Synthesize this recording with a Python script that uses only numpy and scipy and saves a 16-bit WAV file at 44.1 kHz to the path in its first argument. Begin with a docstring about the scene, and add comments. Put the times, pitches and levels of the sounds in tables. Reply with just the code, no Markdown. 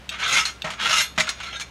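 """A wheelchair wheel rubs on a homemade roller stand, pushed three times in a paved yard by a wall.
Friction excites the metal modes of wheel and rollers: each push rasps, brightens with speed and
catches in brief squeals and scrapes. Impacts add knocks and thumps of the stand, clacks and ticks.
Paving and wall return a short reverberation; outdoor air and a faint low hum lie underneath."""
import sys
import numpy as np
from scipy import signal
from scipy.fft import rfft, irfft
from scipy.io import wavfile

SR = 44100
rng = np.random.default_rng(int(sys.argv[2]) if len(sys.argv) > 2 else 0)


def master_out(mix):
    """Clip the mix to full scale and print it as 16-bit PCM to the path in sys.argv[1]."""
    frames = np.transpose(np.atleast_2d(mix))
    ceiling = np.clip(frames, -1, 1)
    pcm = np.round(ceiling * 32767).astype(np.int16)
    wavfile.write(sys.argv[1], SR, pcm)


N = 74970
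TREBLE_HZ = 4230

# Modes of the wheel rim. Each row: frequency in Hz, level in dB, t60 in seconds.
RIM_MODES = [(1311, 3, .2), (1380, 2, .18), (1480, -8, .06), (1612, -7, .26), (2735, -7, .16),
             (2030, -4, .2), (2130, 1, .16), (2285, -5, .35), (2415, -6, .2), (2454, -4, .25),
             (2611, -10, .24), (2821, -4, .2), (2888, -6, .2), (3318, -5, .2), (3500, -6, .25),
             (3576, -6, .25), (3698, -7, .35), (4172, -9, .22), (4224, -6, .36)]
# High modes of the rollers. Each row: frequency in Hz, level in dB, t60 in seconds.
ROLLER_MODES = [(4813, -8, .2), (5023, -6, .14), (5362, -7, .18), (5495, -1, .16), (5769, -2, .2),
                (6223, -6, .14), (6514, -2, .18), (6659, -2, .22), (6891, -4, .14), (7380, -8, .12),
                (8226, -11, .14), (9421, -6, .08), (9810, -11, .07), (10830, -18, .08), (11450, -15, .04),
                (11610, -16, .07), (12700, -23, .08), (13560, -23, .08)]


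def rubbing():
    """Sliding friction: dense, juddering slips force the rim and rollers into vibration at each push."""
    # Course of each push. Each row: time in seconds, level in dB, treble gain in dB.
    first_push = [(.1, -46, 7), (.117, -32.5, -12), (.18, -37.5, -14), (.2, -27.5, -3.5), (.228, -27, -11),
                  (.256, -27, -10.5), (.28, -23, -2.5), (.336, -20, 2), (.372, -17.5, -3.5), (.402, -22, 1),
                  (.432, -31.5, 0), (.47, -42, 8), (.497, -32.5, -8), (.52, -66.5, 28), (.58, -61, -2)]
    second_push = [(.765, -49, -16), (.794, -32.5, -21), (0.798, -28, -8), (.836, -24, -3.5),
                   (.858, -20, -6), (.892, -22, -2), (0.943, -20.5, 1.5), (0.96, -24.5, 4.5),
                   (.977, -19.5, 6.5), (.997, -20.5, 2.5), (1.009, -21.5, 5), (1.034, -30, 5.5),
                   (1.065, -45.5, 9.5), (1.13, -73, 15)]
    third_push = [(1.34, -55, -11), (1.39, -38.5, -14), (1.422, -40, -14), (1.431, -27.5, -5.5),
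                  (1.462, -35, -6), (1.48, -35.5, -6), (1.499, -35, -10), (1.522, -47.5, 0),
                  (1.533, -33.5, -15), (1.567, -35, 0.5), (1.586, -59, 10), (1.618, -40.5, 14),
                  (1.64, -70, 9), (1.69, -71, -4)]
    # Spectrum of the rasp. Each row: frequency in Hz, relative level in dB.
    rasp_spectrum = [(30, -32), (60, -26.5), (120, -12.5), (190, -10), (320, -25), (470, -18), (640, -9.5),
                     (790, -13.5), (1130, -7), (1320, 3), (1800, -1.5), (2300, -3.5), (3500, 1.5),
                     (4900, -11), (6600, -7), (8000, -18), (9500, -20), (10600, -24.5), (11800, -33),
                     (14000, -51), (18000, -21)]
    firm_db, boost_per_db = -25, 0.11
    t, drive, ring_drive = np.arange(N) / SR, np.zeros(N), np.zeros(N)
    slips = grains(per_s=5000, spread_db=2.0, size=N)
    judder_db = 2 * flutter(bandwidth_hz=92.5)
    slips = unit(slips * amp(judder_db))
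    for push in (first_push, second_push, third_push):
        times, levels, trebles = np.transpose(push)
        level_db = np.interp(t, times, levels)
        envelope = amp(level_db) * (t > times[0]) * (t < times[-1])
        stroke = envelope * brighten(slips, TREBLE_HZ, np.interp(t, times, trebles))
        drive += stroke
        # A light touch damps the metal less, so below a firm push the ringing gets a larger share.
        ring_drive += stroke * amp(boost_per_db * np.clip(firm_db - level_db, 0, 20))
    rasp = amp(0.5) * colour(spokes(drive), rasp_spectrum)
    return rasp + amp(-5.5) * ring(ring_drive, RIM_MODES) + amp(-13.5) * ring(ring_drive, ROLLER_MODES)


def spokes(x):
    """Modal overlap: dense resonances of spokes and frame give a grain that shifts as each spoke passes."""
    energy_share, decay_s, spoke_interval_s = 0.45, 0.0078, 0.05
    t, scatter = np.arange(SR // 10) / SR, np.zeros(N)
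    passed = np.arange(N) / SR / spoke_interval_s
    for spoke in range(int(passed[-1]) + 2):
        nearness = np.cos(np.pi / 2 * np.clip(passed - spoke, -1, 1))
        response = rng.standard_normal(len(t)) * np.exp(-t / decay_s)
        scatter += convolve(x * nearness, response)
    return np.sqrt(1 - energy_share) * x + np.sqrt(energy_share) * scatter


def squeals():
    """Stick-slip oscillation: the rubbing locks briefly onto one resonance, with unsteady pitch."""
    # Squeals. Each row: start in seconds, frequency in Hz, peak level in dB, decay in seconds.
    catches = [(.324, 2140, -18.5, .008), (.358, 2136, -17.5, .014), (0.388, 1284, -21.5, 0.021),
               (.402, 5250, -23.5, 0.012), (0.454, 4240, -23.5, 0.021), (0.929, 1302, -17.5, 0.019),
               (.969, 2050, -22, .025), (1.004, 1620, -22.5, .008), (1.277, 1403, -20, 0.0021),
               (1.449, 1344, -34.5, 0.02), (1.462, 4190, -41, 0.13), (1.481, 1357, -36, 0.03),
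               (1.535, 6350, -45, 0.063), (1.556, 3710, -28.5, 0.011), (1.563, 1626, -32.5, 0.021),
               (1.61, 4224, -40, 0.015), (1.615, 2306, -33, 0.018)]
    t, out = np.arange(SR // 5) / SR, np.zeros(N)
    for start, pitch_hz, db, decay_s in catches:
        waver = 0.008 * flutter(bandwidth_hz=250)[:len(t)]
        add(out, start, amp(db) * swell(t, decay_s, rise_s=0.0024) * tone(pitch_hz * (1 + waver)))
    return out


def scrapes():
    """Narrow-band noise: high scrapes and thin whistles flare and die during the pushes."""
    # Hiss bands. Each row: start in seconds, centre and width in Hz, level in dB, decay in seconds.
    bands = [(.236, 6180, 540, -29.5, 0.0059), (.28, 11320, 140, -46, 0.044),
             (.322, 6600, 900, -27.5, 0.022), (.405, 11520, 138, -51, .03), (.453, 4200, 497, -21, 0.0017),
             (1.014, 11450, 500, -33, 0.017)]
    t, out = np.arange(SR // 3) / SR, np.zeros(N)
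    for start, centre_hz, width_hz, db, decay_s in bands:
        hiss = noise(lambda hz: 1 / (1 + (2 * (hz - centre_hz) / width_hz) ** 2))[:len(t)]
        add(out, start, amp(db) * swell(t, decay_s, rise_s=0.003) * hiss)
    return out


def knocks():
    """Impact excitation: the wheel bumps the stand, which thuds and rings in its own modes."""
    # Bumps. Each row: start in seconds, level in dB, treble gain in dB, decay in seconds.
    bumps = [(.6428, -20.5, -2, 0.055), (.664, -24, -14, 0.022), (1.1782, -17.5, 0.5, 0.019),
             (1.1845, -26.5, 9, 0.016), (1.2058, -24, 8.5, 0.0064)]
    # Spectrum of the thud. Each row: frequency in Hz, relative level in dB.
    thud_spectrum = [(30, -39), (60, -2), (120, -10), (180, 0.5), (310, -9.5), (650, -4.5), (1100, 1),
                     (2200, 2.5), (3400, -2.5), (5000, -12), (6800, -11), (10000, -30), (12000, -33),
                     (16000, -43)]
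    # Modes of the stand. Each row: frequency in Hz, level in dB, t60 in seconds.
    stand_modes = [(212, -9, .1), (630, -6, .12), (1372, -4, .2), (1798, -5, .08), (2071, -4, .08),
                   (2340, -5, .1), (5480, -16, .13)]
    drive = impacts(bumps, split_hz=1700)
    return colour(drive, thud_spectrum) + amp(-8.5) * ring(drive, stand_modes)


def thumps():
    """Damped free vibration: the chair's weight lands and the stand gives a low note and a hollow one."""
    # Landings. Each row: start in seconds, level in dB.
    landings = [(0.642, -32), (1.18, -32)]
    # Modes of the loaded stand. Each row: frequency in Hz, relative level in dB, decay in seconds.
    loaded_modes = [(165, 0, 0.026), (625.8, 3.5, 0.036)]
    t, out = np.arange(SR // 5) / SR, np.zeros(N)
    for start, db in landings:
        for hz, mode_db, decay_s in loaded_modes:
            envelope = amp(db + mode_db) * swell(t, decay_s, rise_s=0.0022)
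            add(out, start, envelope * np.sin(2 * np.pi * hz * t))
    return out


def clacks():
    """Impact excitation: loose metal strikes the wheel and sets rim and rollers ringing."""
    # Strikes. Each row: start in seconds, level in dB, treble gain in dB, decay in seconds.
    strikes = [(0.14, -32, -26, .006), (0.2245, -21.5, -31, 0.012), (.3735, -22, 0, .001),
               (0.4534, -22.5, 7.5, 0.018), (.703, -28, 3, 0.013), (0.72, -35.5, -14, 0.0081),
               (0.736, -31.5, -4, 0.0076), (0.799, -26, -9, .006), (1.008, -30, 12, 0.0066),
               (1.159, -41, 3, 0.037), (1.198, -22.5, 11.5, 0.018), (1.227, -25, -14, 0.058),
               (1.27, -24, -0.5, 0.039), (1.291, -23.5, 10, 0.0073), (1.402, -28.5, -4, 0.014),
               (1.5979, -28, 2, 0.014), (1.6121, -32, 2.5, 0.012)]
    # Spectrum of the contact. Each row: frequency in Hz, relative level in dB.
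    clack_spectrum = [(30, -41), (120, -39), (900, -3), (1400, 3), (2500, 2), (4200, -1), (5000, -11),
                      (6700, -9.5), (9500, -21.5), (11000, -74), (16000, -30)]
    drive = impacts(strikes, split_hz=TREBLE_HZ)
    contact = colour(drive, clack_spectrum)
    return contact + amp(-10.5) * ring(drive, RIM_MODES) + amp(-16) * ring(drive, ROLLER_MODES)


def ticks():
    """Backlash: a small hard part snaps over as the wheel takes up its play."""
    # Snaps. Each row: start in seconds, level in dB, decay in seconds.
    snaps = [(0.0917, -26, 0.005), (0.6199, -31.5, 0.0064)]
    # Spectrum of the snap. Each row: frequency in Hz, relative level in dB.
    snap_spectrum = [(200, -37), (900, -26), (1400, 0), (2200, -4.5), (2700, 6), (3700, 9.5), (4600, -0.5),
                     (6600, -5), (10200, -24.5), (12800, -14.5), (17000, -32)]
    # Modes of the part. Each row: frequency in Hz, level in dB, t60 in seconds.
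    part_modes = [(2663, 5, 0.028), (3670, 6, 0.017), (3626, 0, 0.11), (4500, -1, 0.056),
                  (7980, -9.5, 0.06)]
    drive = np.zeros(N)
    for start, db, decay_s in snaps:
        add(drive, start, blow(db, decay_s))
    return colour(drive, snap_spectrum) + amp(-1) * ring(drive, part_modes)


def yard(x):
    """Reverberation: paving and wall scatter a short tail whose decay depends on frequency."""
    # Reverberation times. Each row: frequency in Hz, t60 in seconds.
    decay_times = [(100, 0.55), (1000, 0.52), (4000, 0.034), (14000, 0.45)]
    delay_s = 0.0077
    hz, t, spectra = signal.stft(rng.standard_normal(SR // 2), SR, nperseg=256)
    decay = np.exp(-np.log(1000) * t / read(decay_times, hz)[:, None])
    tail = signal.istft(spectra * decay, SR)[1]
    return convolve(x, tail * (np.arange(len(tail)) > delay_s * SR))


def background():
    """Ambient noise: outdoor air and a low hum under slight random frequency modulation."""
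    # Spectrum of the still air. Each row: frequency in Hz, relative level in dB.
    air_spectrum = [(25, -36), (35, -22), (48, 3), (62, -3), (95, 0.5), (170, 0.5), (300, -7), (700, -9),
                    (1400, -10), (3000, -12), (6000, -22), (10000, -32), (16000, -44)]
    hum_hz, waver_hz = 65, 15
    waver = 0.036 * noise(lambda hz: np.exp(-(hz / waver_hz) ** 2) * (hz > 1))
    hum = unit(tone(hum_hz * (1 + waver)))
    air = noise(lambda hz: amp(read(air_spectrum, hz)))
    return amp(-47) * air + amp(-51) * hum


def impacts(hits, split_hz):
    """Superposition: timed blows, each with its own treble gain, sum to one driving force."""
    drive = np.zeros(N)
    for start, db, treble_db, decay_s in hits:
        force = np.pad(blow(db, decay_s), (0, SR // 10))
        add(drive, start, brighten(force, split_hz, treble_db)[:SR // 5])
    return drive


def blow(db, decay_s):
    """Contact chatter: dying impulses with the energy of level db held for 7.4 ms."""
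    t = np.arange(SR // 5) / SR
    chatter = grains(per_s=9000, spread_db=2.9, size=len(t)) * np.exp(-t / decay_s)
    return amp(db) * chatter * np.sqrt(0.0074 * SR) / np.linalg.norm(chatter)


def grains(per_s, spread_db, size):
    """Shot noise: tiny contacts of random sign and strength."""
    chance, strength, sign = rng.random((3, size))
    level_db = -spread_db * np.log(np.maximum(strength, .02))
    return unit((chance < per_s / SR) * np.sign(sign - .5) * amp(level_db))


def ring(x, modes):
    """Modal response: x excites damped sines whose levels set their relative energies."""
    t, response = np.arange(SR // 2) / SR, np.zeros(SR // 2)
    for hz, db, t60 in modes:
        envelope = amp(db) / np.sqrt(t60) * np.exp(-np.log(1000) * t / t60)
        response += envelope * np.sin(2 * np.pi * hz * t) * rng.choice([-1, 1])
    return convolve(x, response)


def colour(x, spectrum):
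    """Minimum-phase filtering with the given spectral shape."""
    log_gain = np.log(amp(read(spectrum, abs(np.fft.fftfreq(4096, 1 / SR)))))
    transfer = np.exp(np.conj(signal.hilbert(log_gain)))
    return convolve(x, np.fft.ifft(transfer).real[:2048])


def brighten(x, split_hz, treble_db):
    """Shelving filter: raises or lowers everything above split_hz."""
    hz = np.fft.rfftfreq(len(x), 1 / SR)
    low = irfft(rfft(x) / (1 + (hz / split_hz) ** 6), len(x))
    return low + amp(treble_db) * (x - low)


def convolve(x, response):
    """Convolution with an impulse response scaled to energy 1."""
    return signal.fftconvolve(x, response / np.linalg.norm(response))[:len(x)]


def noise(shape):
    """Gaussian noise of rms 1 with the spectral shape given by shape(Hz)."""
    return unit(irfft(rfft(rng.standard_normal(N)) * shape(np.fft.rfftfreq(N, 1 / SR)), N))


def flutter(bandwidth_hz):
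    """Low-pass noise of rms 1 for random modulation."""
    return noise(lambda hz: np.exp(-(hz / bandwidth_hz) ** 2))


def tone(hz):
    """A sine whose phase is the integral of its frequency."""
    return np.sin(2 * np.pi * np.cumsum(hz) / SR)


def swell(t, decay_s, rise_s):
    """Transient envelope: quick rise and exponential fall, peak 1."""
    shape = (1 - np.exp(-t / rise_s)) ** 2 * np.exp(-t / decay_s)
    return shape / shape.max()


def read(points, hz):
    """Interpolation on a log-frequency axis."""
    frequencies, values = np.transpose(points)
    return np.interp(np.log(hz + 1), np.log(frequencies), values)


def add(mix, start_s, sound):
    """Superposes a sound on the mix from start_s."""
    part = mix[round(start_s * SR):][:len(sound)]
    part += sound[:len(part)]


def amp(db):
    """Decibels to amplitude ratio."""
    return 10 ** (np.asarray(db) / 20)


def unit(x):
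    """Normalisation to rms 1."""
    return x / np.sqrt(np.mean(x ** 2) + 1e-20)


def scene():
    """Superposition of the chair's direct sound, its reverberation and the background, in mono."""
    chair = rubbing() + knocks() + thumps() + clacks() + ticks() + squeals() + scrapes()
    return (chair + amp(-16.5) * yard(chair) + background())[None]


def record(dry):
    """Band limiting by a linear-phase low-pass filter."""
    lowpass = signal.firwin(511, cutoff=15750, window=("kaiser", 9), fs=SR)
    return signal.oaconvolve(dry, lowpass[None], "same")


dry = scene()
out = record(dry)
master_out(out)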